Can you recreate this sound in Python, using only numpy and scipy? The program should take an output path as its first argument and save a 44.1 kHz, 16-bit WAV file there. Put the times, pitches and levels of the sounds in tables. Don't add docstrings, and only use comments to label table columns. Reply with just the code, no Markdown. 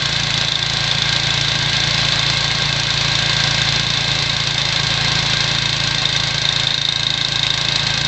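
import sys
import numpy as np
from scipy import signal
from scipy.fft import rfft, irfft
from scipy.io import wavfile
from scipy.ndimage import map_coordinates

SR = 44100
rng = np.random.default_rng(int(sys.argv[2]) if len(sys.argv) > 2 else 0)


def log_audio(samples):
    frames = np.atleast_2d(samples).T
    limited = np.clip(frames, -1, 1)
    pcm = np.round(limited * 32767).astype(np.int16)
    wavfile.write(sys.argv[1], SR, pcm)


N = 355887
T = np.arange(N) / SR


# (time [s], firing rate [Hz])
ENGINE_SPEED = [(0.0, 28.43), (0.36, 27.92), (1.97, 28.23), (2.15, 27.99), (2.87, 28.22), (3.77, 27.88),
                (3.95, 28.58), (4.12, 27.36), (4.3, 28.4), (4.66, 27.58), (5.02, 28.28), (5.2, 27.51),
                (5.38, 28.01), (5.74, 27.65), (6.81, 27.6), (6.99, 27.82), (7.35, 27.41), (8.07, 27.61)]

def crankshaft(first_firing_s=.0195, wobble_s=.00007):
    firing_hz, = curves(ENGINE_SPEED)
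    cycle = np.cumsum(firing_hz) / SR - first_firing_s * firing_hz[0]
    cycle += wobble_s * firing_hz * walk(4.2)
    return cycle, cycle % 1 / firing_hz


# (frequency [Hz], relative level [dB])
MUFFLER_EQ = [(28, -26.5), (56, -4), (84, -14), (112, 0), (140, 3), (168, -4), (196, -20.5), (224, -28.5),
              (340, -19), (420, -32), (900, -36.5), (2500, -73.5)]

def thump(cycle, burn_db):
    kicks = pulses(cycle, angle=.061, scatter_db=.8, jitter_s=.00013) * undb(-.22 * burn_db)
    return unit(colour(np.mean(kicks) - kicks, MUFFLER_EQ))


def puff(age, rise_s, hold_s, decay_s, tail_db, tail_s):
    opening = 1 - np.exp(-(age / rise_s) ** 2)
    blow_down = np.exp(-np.maximum(age - hold_s, 0) / decay_s)
    tail = undb(tail_db) * np.exp(-age / tail_s)
    return opening * (blow_down + tail)


# (frequency [Hz], relative level [dB])
GAS_EQ = [(200, -20.5), (900, -13.5), (2000, -9), (3250, -5), (3600, -3), (4100, 0.5), (4700, -2),
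          (5300, -6), (6200, -8), (7000, -14), (7700, -17.5), (8200, -21)]

def rasp(cycle, age, load_db, scatter_db=1.2):
    flow = puff(age, rise_s=.0015, hold_s=.0019, decay_s=.0028, tail_db=-9 + .73 * load_db, tail_s=.021)
    return unit(colour(noise() * flow * undb(scatter_db * per_firing(cycle)), GAS_EQ))


# (time [s], whistle accent [dB])
WEAK_BURNS = [(0.49, 4), (0.52, 4), (0.98, 7.5), (1.02, 6), (1.3, 5.5), (2.08, 5.5), (2.19, 5.5), (4.29, 8),
              (4.62, 4.5), (5.4, 6), (6.05, 6.5), (6.38, 5.5), (6.45, 5), (6.49, 3.5), (6.67, 5.5),
              (6.74, 2.5), (6.85, 1.5), (6.96, 2), (7.17, 1.5), (7.5, 4.5), (7.69, 4), (7.9, 4.5),
              (8.01, 4.5)]

def burns(cycle, scatter_db=2):
    times, weak_db = np.transpose(WEAK_BURNS)
    accent_db = scatter_db * rng.standard_normal(512)
    weak_cycles = np.round(np.interp(times, T, cycle)).astype(int)
    accent_db[weak_cycles + 1] = weak_db
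    return accent_db[np.floor(cycle).astype(int) + 1]


# (ratio to the lowest mode, relative level [dB])
OUTLET_OVERTONES = [(1.101, -9), (1.265, -17)]

def whistle(cycle, age, burn_db, pitch_hz=3570, rise_hz_per_s=22, scatter_hz=55, width_hz=140, purity=3):
    hz = pitch_hz + rise_hz_per_s * T + scatter_hz * per_firing(cycle)
    phase = 2 * np.pi * np.cumsum(hz) / SR
    tone = unit((purity + walk(width_hz)) * np.cos(phase) + walk(width_hz) * np.sin(phase))
    for ratio, db in OUTLET_OVERTONES:
        tone += undb(db) * unit(walk(width_hz) * np.cos(ratio * phase))
    flow = puff(age, rise_s=.0016, hold_s=.0033, decay_s=.0014, tail_db=-15, tail_s=.02)
    return unit(tone * flow * undb(burn_db))


# (frequency [Hz], relative level [dB])
RUSH_EQ = [(25, -21), (80, -10.5), (200, -4.5), (300, -12.5), (480, -13), (780, -9), (1350, -8),
           (1850, -5.5), (2900, -7.5), (3350, -0.5), (3750, 1.8), (4100, 0), (4800, -8), (6000, -18),
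           (7500, -24), (8200, -42.5)]

def rush(flutter_db=1.16):
    return unit(colour(noise() * undb(flutter_db * walk(17)), RUSH_EQ))


# (frequency [Hz], bandwidth [Hz], relative level [dB])
HOUSING_MODES = [(591, 81, -7), (671, 25, -11), (764, 32, -1.5), (815, 54, -7), (920, 84, -8.5),
                 (1084, 60, 0.5), (1600, 50, 7.5), (2121, 122, 5), (2572, 160, 2), (3030, 88, -9.5)]

def housing(x):
    return sum(undb(db) * signal.lfilter(*signal.iirpeak(hz, hz / width, fs=SR), x)
               for hz, width, db in HOUSING_MODES)


def churn(flutter_db=1.5):
    return unit(housing(noise() * undb(flutter_db * walk(16))))


# (delay after the exhaust opens [cycles], relative level [dB])
KNOCK_PATTERN = [(.05, -2), (.14, -2), (.37, -3.5), (.46, -5.5), (0.791, -5)]

def clatter(cycle):
    knocks = sum(undb(db) * pulses(cycle, angle, scatter_db=1.5, jitter_s=.00005)
                 for angle, db in KNOCK_PATTERN)
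    dulled = colour(knocks, [(200, -4), (600, -1), (1100, .5), (3000, -14.5)])
    return unit(housing(dulled))


# (multiple of the firing rate, relative level [dB])
BLOCK_HARMONICS = [(8, -46.5), (9, -54.5), (10, -50), (11, -52), (12, -49), (21, -51), (24, -46.5),
                   (27, -46.5), (30, -49), (33, -49.5), (39, -49), (57, -45)]

def drone(cycle, waver_db=3):
    knots = np.linspace(0, T[-1], 40)
    hum = 0
    for multiple, db in BLOCK_HARMONICS:
        swell = np.interp(T, knots, undb(db + waver_db * rng.standard_normal(len(knots))))
        hum += swell * np.sqrt(2) * np.sin(2 * np.pi * (multiple * cycle + rng.random()))
    return hum


# (multiple of the blade rate, level [dB])
BLADE_HARMONICS = [(1, -54), (2, -41.5), (5, -51)]

def impeller(cycle, blades_per_firing=2.675, slip=.04):
    blades = blades_per_firing * cycle + slip * walk(2)
    return sum(undb(db) * np.sqrt(2) * np.sin(2 * np.pi * multiple * blades)
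               for multiple, db in BLADE_HARMONICS)


def ground_bounce(gas, spray, lag_s=.00199, closing_s_per_s=.00001):
    return delay(undb(-9) * gas + undb(-16) * spray, lag_s - closing_s_per_s * T)


def barn_echo(gas, spray, lag_s=.132, closing_s_per_s=.0023, smear_s=.0036):
    thrown = undb(-11) * gas + undb(-8.5) * spray
    dulled = colour(thrown, [(4200, 1), (6000, -2.7)])
    ribs = rng.standard_normal(2048) * np.exp(-T[:2048] / smear_s)
    smeared = signal.fftconvolve(dulled, ribs / np.linalg.norm(ribs))[:N]
    return delay(smeared, lag_s - closing_s_per_s * T)


def undb(db):
    return 10 ** (np.asarray(db) / 20)


def unit(x):
    return x / np.sqrt(np.mean(x ** 2))


def curves(table):
    times, *columns = np.transpose(table)
    return [np.interp(T, times, column) for column in columns]


def noise():
    return rng.standard_normal(N)


def walk(rate_hz):
    return unit(signal.sosfilt(signal.butter(2, rate_hz, fs=SR, output="sos"), noise()))


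def colour(x, points, size=8192):
    hz, db = np.transpose(points)
    bins = np.maximum(np.fft.rfftfreq(size, 1 / SR), 1)
    gain = undb(np.interp(np.log(bins), np.log(hz), db))
    cepstrum = irfft(np.log(gain))
    cepstrum[1:size // 2] *= 2
    cepstrum[size // 2 + 1:] = 0
    impulse = irfft(np.exp(rfft(cepstrum)))
    return signal.fftconvolve(x, impulse)[:N]


def delay(x, seconds):
    return map_coordinates(x, [(T - seconds) * SR], order=3, mode="mirror")


def pulses(cycle, angle, scatter_db, jitter_s):
    cycles = np.arange(int(cycle[-1]) + 1)
    timing, size = rng.standard_normal((256, 2))[cycles].T
    times = np.interp(cycles + angle, cycle, T, right=2 * T[-1]) + jitter_s * timing
    samples = (np.maximum(times, 0) * SR).astype(int)
    return np.bincount(samples, undb(scatter_db * size), N)[:N]


def per_firing(cycle):
    return rng.standard_normal(512)[np.floor(cycle).astype(int) + 1]


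# (time [s], load relative to the usual [dB])
AUGER_LOAD = [(0.0, -1), (0.42, 0), (0.52, -4.5), (0.73, -0.45), (1.99, 1.7), (2.85, -0.3), (3.04, 1.7),
              (3.77, 1.5), (3.88, -1.1), (4.19, 1.1), (4.3, -1), (4.93, 0.7), (5.14, 2), (5.7, -0.4),
              (6.6, -1), (6.8, -5.5), (7.15, -3.5), (7.85, -0.5)]

def scene():
    cycle, age = crankshaft()
    load_db, = curves(AUGER_LOAD)
    burn_db = burns(cycle)
    gas = undb(-24.9 + .1 * load_db) * rasp(cycle, age, load_db)
    gas += undb(-28.5 - .75 * load_db + .4 * T) * whistle(cycle, age, burn_db)
    spray = undb(-22 + load_db - .13 * T) * rush()
    body = undb(.84 * load_db) * (undb(-32.5) * clatter(cycle) + undb(-27.5) * churn())
    hum = undb(-1.1 + .65 * load_db) * drone(cycle) + impeller(cycle)
    throb = undb(-26 + load_db) * thump(cycle, burn_db)
    reflections = ground_bounce(gas, spray) + barn_echo(gas, spray)
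    return (throb + gas + spray + body + hum + reflections)[None]


def record(dry, ceiling=.8, top_hz=8020):
    rounded = dry / (1 + (dry / ceiling) ** 6) ** (1 / 6)
    return signal.sosfilt(signal.cheby1(14, .3, top_hz, fs=SR, output="sos"), rounded)


dry = scene()
out = record(dry)
log_audio(out)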